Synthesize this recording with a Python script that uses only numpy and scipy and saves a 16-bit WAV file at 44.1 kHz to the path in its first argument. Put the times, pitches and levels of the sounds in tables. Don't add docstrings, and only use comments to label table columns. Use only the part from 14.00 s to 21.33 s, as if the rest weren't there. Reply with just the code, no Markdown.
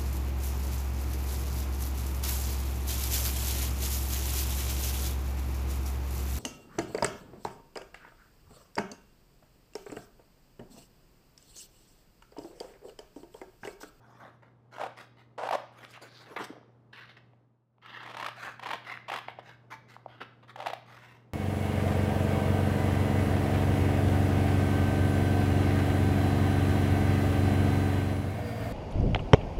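import sys
import numpy as np
from scipy import signal
from scipy.fft import rfft, irfft
from scipy.io import wavfile
from scipy.ndimage import uniform_filter1d, map_coordinates

SR = 44100
rng = np.random.default_rng(int(sys.argv[2]) if len(sys.argv) > 2 else 0)


def int16_out(signal):
    q = np.round(np.clip(np.atleast_2d(signal).T, -1, 1) * 32767)
    wavfile.write(sys.argv[1], SR, q.astype(np.int16))


N = 323473
TIME = np.arange(N) / SR

# start_s, end_s, first_level_db, last_level_db
CUTS = [(0.796, 0.873, -37, -39.5), (1.379, 1.479, -38.5, -35), (1.521, 1.558, -32.5, -29.5),
        (4.02, 4.293, -54, -41.5), (4.613, 4.759, -46, -41.5), (5.082, 5.183, -42, -42.5),
        (6.575, 6.71, -45, -43)]
# freq_hz, gain_db
HISS_SPECTRUM = [(1500, -32.5), (3800, 9.5), (6100, 10), (8500, 2), (12000, -0.5), (15500, -5)]


def undb(db):
    return 10 ** (np.asarray(db) / 20)


def unit(x):
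    return x / np.sqrt(np.mean(x ** 2))


def add(track, start_s, sound):
    i = max(int(start_s * SR), 0)
    track[i:i + len(sound)] += sound[:N - i]


def colour(x, points):
    point_hz, point_db = np.transpose(points)
    size = 4096
    log_hz = np.log(np.fft.rfftfreq(size, 1 / SR) + 1)
    log_gain = np.log(undb(np.interp(log_hz, np.log(point_hz), point_db)))
    cepstrum = irfft(log_gain)[:size // 2]
    cepstrum[0] /= 2
    impulse = irfft(np.exp(rfft(2 * cepstrum, size)))[:size // 2]
    return signal.fftconvolve(x, impulse)[:len(x)]


def ring(x, modes):
    t = TIME[:SR // 4]
    body = sum(undb(db - 60 * t / t60_s) * np.sin(2 * np.pi * hz * t) for hz, t60_s, db in modes)
    return unit(signal.fftconvolve(x, body)[:N]) * np.std(x)


def walk(rate_hz):
    k = max(int(SR / rate_hz), 2)
    steps = np.repeat(rng.standard_normal(N // k + 1), k)
    return unit(uniform_filter1d(steps, k)[:N])


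def fibres(rate_hz, spread_db, slip_rate_hz, slip_db):
    clicks = (rng.random(N) < rate_hz / SR) * rng.choice([-1, 1], N)
    strength_db = spread_db * np.minimum(rng.exponential(size=N), 4)
    return clicks * undb(strength_db + slip_db * np.tanh(walk(slip_rate_hz)))


def flex(hz, rise_cycles, sag):
    cycles = TIME[:SR // 25] * hz
    rise = cycles / rise_cycles
    phase = cycles * (1 - sag) + 2 * sag * rise_cycles * (1 - np.exp(-rise / 1.52))
    return (rise * np.exp(1 - rise)) ** 2 * np.sin(2 * np.pi * phase)


def nearness(s):
    # time_s, nearness
    edge_points = [(2.4, 0.1), (2.9, 0.7), (5.2, 1), (6.6, 0.58)]
    return np.clip(np.interp(s, *np.transpose(edge_points)), 0, 1)


def stroke_gain(t, start_s, peak_s, end_s, bow=1):
    rise = np.clip((t - start_s) / max(peak_s - start_s, .002), 0, 1)
    fall = np.maximum(t - peak_s, 0) / max(end_s - peak_s, .005)
    return rise ** bow * undb(-12 * np.minimum(fall, 4) ** 1.85)


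def rubs(strokes, spectrum, grain, scatter, bow, scatter_s=0.0028):
    out, hiss = np.zeros(N), unit(colour(grain, HISS_SPECTRUM))
    t = TIME[:SR // 80]
    for start_s, peak_s, end_s, level_db, centre_hz, hiss_db in strokes:
        span = slice(max(int(start_s * SR), 0), int((2 * end_s - peak_s + 0.0069) * SR))
        shifted = [(f * (centre_hz / 1500) ** (1 / (1 + (f / 3000) ** 2)), d) for f, d in spectrum]
        body = unit(colour(grain[span], shifted))
        stroke = undb(level_db) * body + undb(hiss_db) * hiss[span]
        stroke = stroke * stroke_gain(TIME[span], start_s, peak_s, end_s, bow)
        echoes = rng.standard_normal(len(t)) * np.exp(-t / scatter_s)
        echoes /= np.linalg.norm(echoes)
        add(out, start_s, stroke)
        add(out, start_s, scatter * signal.fftconvolve(stroke, echoes))
    return out


def bend(x, depth_db, rate_hz):
    size = 512
    overlap = size * 3 // 4
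    hz, t, frames = signal.stft(x, SR, nperseg=size, noverlap=overlap)
    field = rng.standard_normal((64, 512))
    place = np.meshgrid(6 * np.log2(1 + hz / 700), t * rate_hz, indexing="ij")
    gain = undb(depth_db * map_coordinates(field, place, mode="mirror"))
    shaped = signal.istft(frames * gain, SR, nperseg=size, noverlap=overlap)[1]
    return unit(shaped[:N]) * np.std(x)


def background():
    # freq_hz, gain_db
    hum_partials = [(119.9, -61.5), (219, -75)]
    # freq_hz, gain_db
    air_spectrum = [(25, -61), (50, -18.5), (140, -8), (400, -13), (1150, -23), (2100, -37.5), (15500, -64)]
    # time_s, gain_db
    dip = [(3.3, -0.5), (3.7, -13.5), (3.95, 1.5)]
    hum = np.zeros(N)
    for hz, db in hum_partials:
        tone = np.sqrt(2) * np.sin(2 * np.pi * (hz * TIME + rng.random()))
        hum += undb(db + .4 * walk(1.7)) * tone
    air = undb(-64.5) * unit(colour(rng.standard_normal(N), air_spectrum))
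    return (hum + air) * undb(np.interp(TIME, *np.transpose(dip)))


def room(x, wet_db=-10.0, t60_mid_s=0.57, t60_broad_s=0.25, build_s=0.019):
    t = TIME[:int(.7 * SR)]
    noise = rng.standard_normal(len(t))
    mid = signal.sosfilt(signal.butter(1, [1200, 6500], "band", fs=SR, output="sos"), noise)
    mid = signal.sosfilt(signal.butter(8, 6300, fs=SR, output="sos"), mid)
    broad = undb(4.0) * rng.standard_normal(len(t))
    tail = mid * undb(-60 * t / t60_mid_s) + broad * undb(-60 * t / t60_broad_s)
    tail *= 1 - np.exp(-t / build_s)
    return undb(wet_db) * np.std(x) * unit(signal.fftconvolve(x, tail)[:N])


def handling():
    # freq_hz, gain_db
    sheet_spectrum = [(60, -52), (150, -5), (480, 3), (800, 1), (1500, 1.5), (2300, -2), (4500, -25),
                      (11000, -52)]
    # time_s, body_level_db, treble_level_db
    turn_levels = [(1.72, -66, -80), (1.846, -45, -58), (1.878, -61.5, -75.5), (1.912, -62.5, -60),
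                   (1.968, -61, -65.5), (2.002, -68.5, -93), (2.022, -51.5, -57.5), (2.048, -53.5, -65),
                   (2.098, -62.5, -77.5), (2.23, -54, -63), (2.258, -55.5, -73.5), (2.352, -56, -72.5)]
    # start_s, length_s, level_db, centre_hz, hiss_re_level_db
    rustles = [(0, 0.34, -62, 826, -15.5), (0.195, 0.12, -52, 643, -27.5), (2.277, 0.086, -53.5, 520, -14),
               (2.385, 0.056, -38.5, 1073, -18), (2.437, 0.021, -46.5, 1620, -3),
               (2.543, 0.039, -58, 547, -40)]
    peak_share = 0.46
    grain = fibres(rate_hz=5500, spread_db=2.5, slip_rate_hz=140, slip_db=-0.5)
    creases = fibres(rate_hz=2800, spread_db=2.0, slip_rate_hz=93, slip_db=4.0)
    times_s, body_db, treble_db = np.transpose(turn_levels)
    turning = (TIME > times_s[0]) * (TIME < times_s[-1])
    body = undb(np.interp(TIME, times_s, body_db)) * unit(colour(creases, sheet_spectrum))
    treble = undb(np.interp(TIME, times_s, treble_db)) * unit(colour(creases, HISS_SPECTRUM))
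    turn = turning * (body + treble)
    strokes = [(s, s + peak_share * length_s, s + length_s, db, hz, db + hiss_db)
               for s, length_s, db, hz, hiss_db in rustles]
    moved = rubs(strokes, sheet_spectrum, grain, scatter=0.47, bow=0.36)
    return bend(moved + turn, depth_db=3.5, rate_hz=38)


def skims():
    # start_s, length_s, level_db, first_hz, last_hz, width_over_first_hz
    skim_strokes = [(1.922, 0.066, -49.5, 2400, 1482, 0.6), (2.073, 0.17, -57, 4220, 4080, 0.3),
                    (2.366, .06, -37, 1143, 826, 0.26), (2.936, 0.15, -56, 2010, 1359, .35),
                    (4.42, 0.087, -39.5, 1472, 1310, 0.69)]
    peak_share = 0.6
    out, waver = np.zeros(N), 1 + 0.033 * walk(45)
    grain = fibres(rate_hz=13000, spread_db=0.0, slip_rate_hz=140, slip_db=1.5)
    for start_s, length_s, level_db, first_hz, last_hz, width in skim_strokes:
        end_s = start_s + length_s
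        span = slice(int(start_s * SR), int((start_s + 1.8 * length_s) * SR))
        t = TIME[span]
        hz = np.interp(t, [start_s, end_s], [first_hz, last_hz]) * waver[span]
        lowpass = signal.butter(2, width * first_hz / 2, fs=SR, output="sos")
        band = signal.sosfilt(lowpass, grain[span])
        tone = unit(band * np.sin(2 * np.pi * np.cumsum(hz) / SR))
        gain = stroke_gain(t, start_s, start_s + peak_share * length_s, end_s, bow=.6)
        add(out, start_s, undb(level_db) * tone * gain)
    return out


def flutter():
    start_s, median_gap_s = 2.496, 0.015
    first_db, fade_db_per_s, median_hz = -38, 89, 486
    out, s = np.zeros(N), start_s
    for gap, size, detune, overtone in rng.standard_normal((18, 4)):
        db = first_db - fade_db_per_s * (s - start_s) + 2 * size
        low_hz = median_hz * np.exp(.3 * detune)
        high_hz = 2.3 * median_hz * np.exp(.3 * overtone)
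        add(out, s, undb(db) * flex(low_hz, rise_cycles=.8, sag=0.18))
        add(out, s, undb(db - 7) * flex(high_hz, rise_cycles=.9, sag=0.18))
        s += median_gap_s * np.exp(.5 * gap)
    return out


def pops():
    # time_s, peak_db, pitch_hz, click_db
    buckles = [(1.85, -44, 1350, -34.5), (1.976, -37.5, 1050, -57), (2.3668, -29, 1105, -42),
               (2.502, -33.5, 354, -49), (3.334, -52.5, 860, -58), (3.783, -55, 1040, -62.5),
               (4.974, -27, 1894, -67), (5.2842, -25.5, 920, -27.5), (5.3876, -30, 806, -42),
               (5.965, -33.5, 1150, -56), (6.0608, -28, 830, -48), (6.2149, -31, 1150, -62),
               (6.977, -38.5, 1550, -64)]
    out = np.zeros(N)
    for s, peak_db, hz, click_db in buckles:
        add(out, s, undb(peak_db) * flex(hz, rise_cycles=0.97, sag=0.29))
        add(out, s - .0004, undb(click_db) * flex(hz * 2.7, rise_cycles=0.94, sag=0.31))
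    return out


def clinks():
    # time_s, level_db
    knocks = [(2.367, -34.5), (5.722, -31), (5.738, -34.5)]
    # freq_hz, t60_s, gain_db
    scissor_modes = [(889, .1, -3.5), (2070, 0.06, -4.5), (2290, 0.045, -3.5), (6300, 0.057, -25.5)]
    out, t = np.zeros(N), TIME[:SR // 4]
    for s, level_db in knocks:
        tone = np.zeros(len(t))
        for hz, t60_s, db in scissor_modes:
            tone += undb(db - 60 * t / t60_s) * np.sin(2 * np.pi * (hz * t + rng.random()))
        onset = 1 - np.exp(-t / .001)
        add(out, s, undb(level_db) * tone / np.abs(tone).max() * onset)
    return out


def slides():
    # freq_hz, gain_db
    rasp_spectrum = [(60, -39.5), (250, -7), (700, 1), (1200, 4.5), (2500, -1), (3600, -8), (5200, -20.5),
                     (6400, -32), (9000, -52)]
    # start_s, length_s, level_db, centre_hz, hiss_re_level_db
    glide_strokes = [(0.711, 0.098, -51, 942, -16.5), (0.963, 0.079, -48.5, 1100, -12.5),
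                     (1.164, 0.083, -59, 1300, -20), (3.816, 0.29, -47.5, 1540, -27),
                     (4.355, 0.17, -44.5, 1650, -13.5), (4.838, 0.14, -43, 1746, -21),
                     (5.425, 0.12, -53, 1630, -18), (5.703, 0.05, -45, 1406, -14),
                     (5.88, 0.089, -57.5, 1940, -10.5), (6.477, 0.044, -50, 1490, -18),
                     (6.856, 0.13, -53, 1550, -16), (6.937, 0.25, -56.5, 1310, -13.5)]
    # start_s, length_s, level_db, centre_hz
    scrape_strokes = [(0.422, 0.08, -60.5, 740), (2.361, 0.025, -34, 1188), (2.927, 0.15, -49, 2486),
                      (3.09, 0.044, -57, 2390), (3.167, 0.022, -55.5, 2190), (5.278, 0.041, -45, 1200),
                      (5.39, 0.018, -48.5, 1500), (6.08, 0.15, -59, 1326), (6.203, 0.035, -43, 1020),
                      (6.427, 0.025, -56.5, 1126)]
    # freq_hz, t60_s, gain_db
    blade_modes = [(1550, 0.011, -5), (2150, 0.026, -2), (2220, 0.019, 2.5)]
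    glide_peak_share, scrape_attack_s, scrape_hiss_db = 0.48, 0.0042, -24
    glides = [(s, s + glide_peak_share * length_s, s + length_s, db, hz, db + hiss_db)
              for s, length_s, db, hz, hiss_db in glide_strokes]
    scrapes = [(s, s + scrape_attack_s, s + length_s, db, hz, db + scrape_hiss_db)
               for s, length_s, db, hz in scrape_strokes]
    grain = fibres(rate_hz=8000, spread_db=3.0, slip_rate_hz=280, slip_db=4.0)
    rasp = rubs(glides + scrapes, rasp_spectrum, grain, scatter=0.5, bow=0.6)
    return bend(rasp + undb(-13) * ring(rasp, blade_modes), depth_db=2, rate_hz=30)


def snaps(crack_s=0.0025, lead_s=0.0028, rebound_s=0.00328, rebound_db=-3.0, dull_db=-7, muffle_db=-5):
    # time_s, strength_db, pitch_hz
    breaks = [(.785, -35.5, 856), (.815, -28.5, 838), (.838, -28.5, 780), (.866, -37.5, 850),
              (1.437, -30.5, 710), (1.474, -31.5, 782), (1.491, -24.5, 870), (1.511, -23, 772),
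              (1.529, -22.5, 900), (1.535, -25, 754), (1.553, -24, 594), (3.862, -42, 1400),
              (4.034, -42.5, 1200), (4.064, -38, 1050), (4.078, -40.5, 1000), (4.101, -41.5, 1150),
              (4.117, -41.5, 1300), (4.148, -41.5, 1250), (4.171, -33.5, 1150), (4.184, -39, 1100),
              (4.201, -31.5, 1050), (4.212, -33.5, 1050), (4.229, -29.5, 1060), (4.247, -30.5, 1255),
              (4.265, -26.5, 1280), (4.287, -33.5, 950), (4.597, -38, 980), (4.635, -35.5, 1070),
              (4.661, -30.5, 1040), (4.67, -31.5, 945), (4.69, -33.5, 1036), (4.708, -29.5, 1048),
              (4.714, -28.5, 907), (4.735, -26.5, 980), (5.101, -28.5, 900), (5.12, -29, 855),
              (5.131, -31.5, 840), (5.14, -28.5, 1286), (5.162, -29, 1140), (5.175, -35, 1050),
              (5.188, -34, 960), (6.561, -36, 893), (6.604, -33, 790), (6.626, -36, 780), (6.663, -28, 910),
              (6.67, -25.5, 791), (6.684, -33, 900), (6.703, -32.5, 657), (6.735, -29.5, 713)]
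    # freq_hz, gain_db
    crack_spectrum = [(700, -16), (1800, 14.5), (3200, 8), (5100, -5), (7200, -12.5), (12000, -15),
                      (15500, -20)]
    crack_db, crack_edge_db = -17, 8.5
    out, t = np.zeros(N), TIME[:SR // 40]
    for s, db, hz in breaks:
        overtone, path = rng.standard_normal(2)
        start_s, end_s = next(cut[:2] for cut in CUTS if s < cut[1] + .1)
        jaw_opening = np.interp(s, [start_s, end_s], [1, 0])
        near, kick_s = nearness(s), s - lead_s
        add(out, kick_s, undb(db + 1.5) * flex(hz, rise_cycles=1.6, sag=0.044))
        return_s = kick_s + rebound_s * np.exp(.2 * path)
        add(out, return_s, undb(db + rebound_db) * flex(.9 * hz, rise_cycles=1.3, sag=0))
        high_hz = hz * (1.66 + 0.047 * overtone)
        add(out, kick_s, undb(db - 3) * flex(high_hz, rise_cycles=1.4, sag=0.14))
        spectrum = [(f, d + dull_db * jaw_opening * f / (f + 6000) + muffle_db * (1 - near) * (f < 4000))
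                    for f, d in crack_spectrum]
        crackle = rng.standard_normal(len(t)) * t / crack_s * np.exp(-t / crack_s)
        burst = colour(crackle, spectrum)
        burst /= np.std(burst[:SR // 200])
        add(out, kick_s, undb(db + crack_db + crack_edge_db * near) * burst)
    return out


def crunch():
    # freq_hz, gain_db
    deep_spectrum = [(100, -48), (220, -27.5), (400, -12), (500, 2.5), (800, 1), (1150, -4), (2400, -20.5),
                     (3500, -27), (9000, -37), (15500, -62)]
    edge_spectrum = [(100, -40), (220, -13.5), (550, -6.5), (1050, -1), (1600, -13.5), (3100, -13.5),
                     (5800, -29.5), (15500, -49.5)]
    bite_s = 0.0033
    deep_grain = fibres(rate_hz=6000, spread_db=1.5, slip_rate_hz=200, slip_db=0.5)
    edge_grain = fibres(rate_hz=4600, spread_db=2.5, slip_rate_hz=220, slip_db=8.0)
    deep = unit(colour(deep_grain, deep_spectrum))
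    edge = unit(colour(edge_grain, edge_spectrum))
    force = np.zeros(N)
    for start_s, end_s, first_db, last_db in CUTS:
        level = undb(np.interp(TIME, [start_s, end_s], [first_db, last_db]))
        force += level * (TIME > start_s) * (TIME < end_s)
    force = uniform_filter1d(force, max(int(bite_s * SR), 1))
    near = nearness(TIME)
    return force * (np.sqrt(1 - near) * deep + np.sqrt(near) * edge)


def scene():
    # freq_hz, t60_s, gain_db
    sheet_modes = [(339, 0.07, 2), (786, 0.05, -3), (940, 0.03, 1)]
    card = crunch() + snaps() + pops()
    sheet = card + undb(-17.0) * ring(card, sheet_modes)
    dry = sheet + flutter() + slides() + clinks() + skims() + handling()
    return (dry + room(dry) + background())[None]


def record(dry):
    thin = signal.sosfilt(signal.butter(4, 46, "high", fs=SR, output="sos"), dry)
    return signal.sosfilt(signal.ellip(10, .2, 70, 15600, fs=SR, output="sos"), thin)


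dry = scene()
out = record(dry)
int16_out(out)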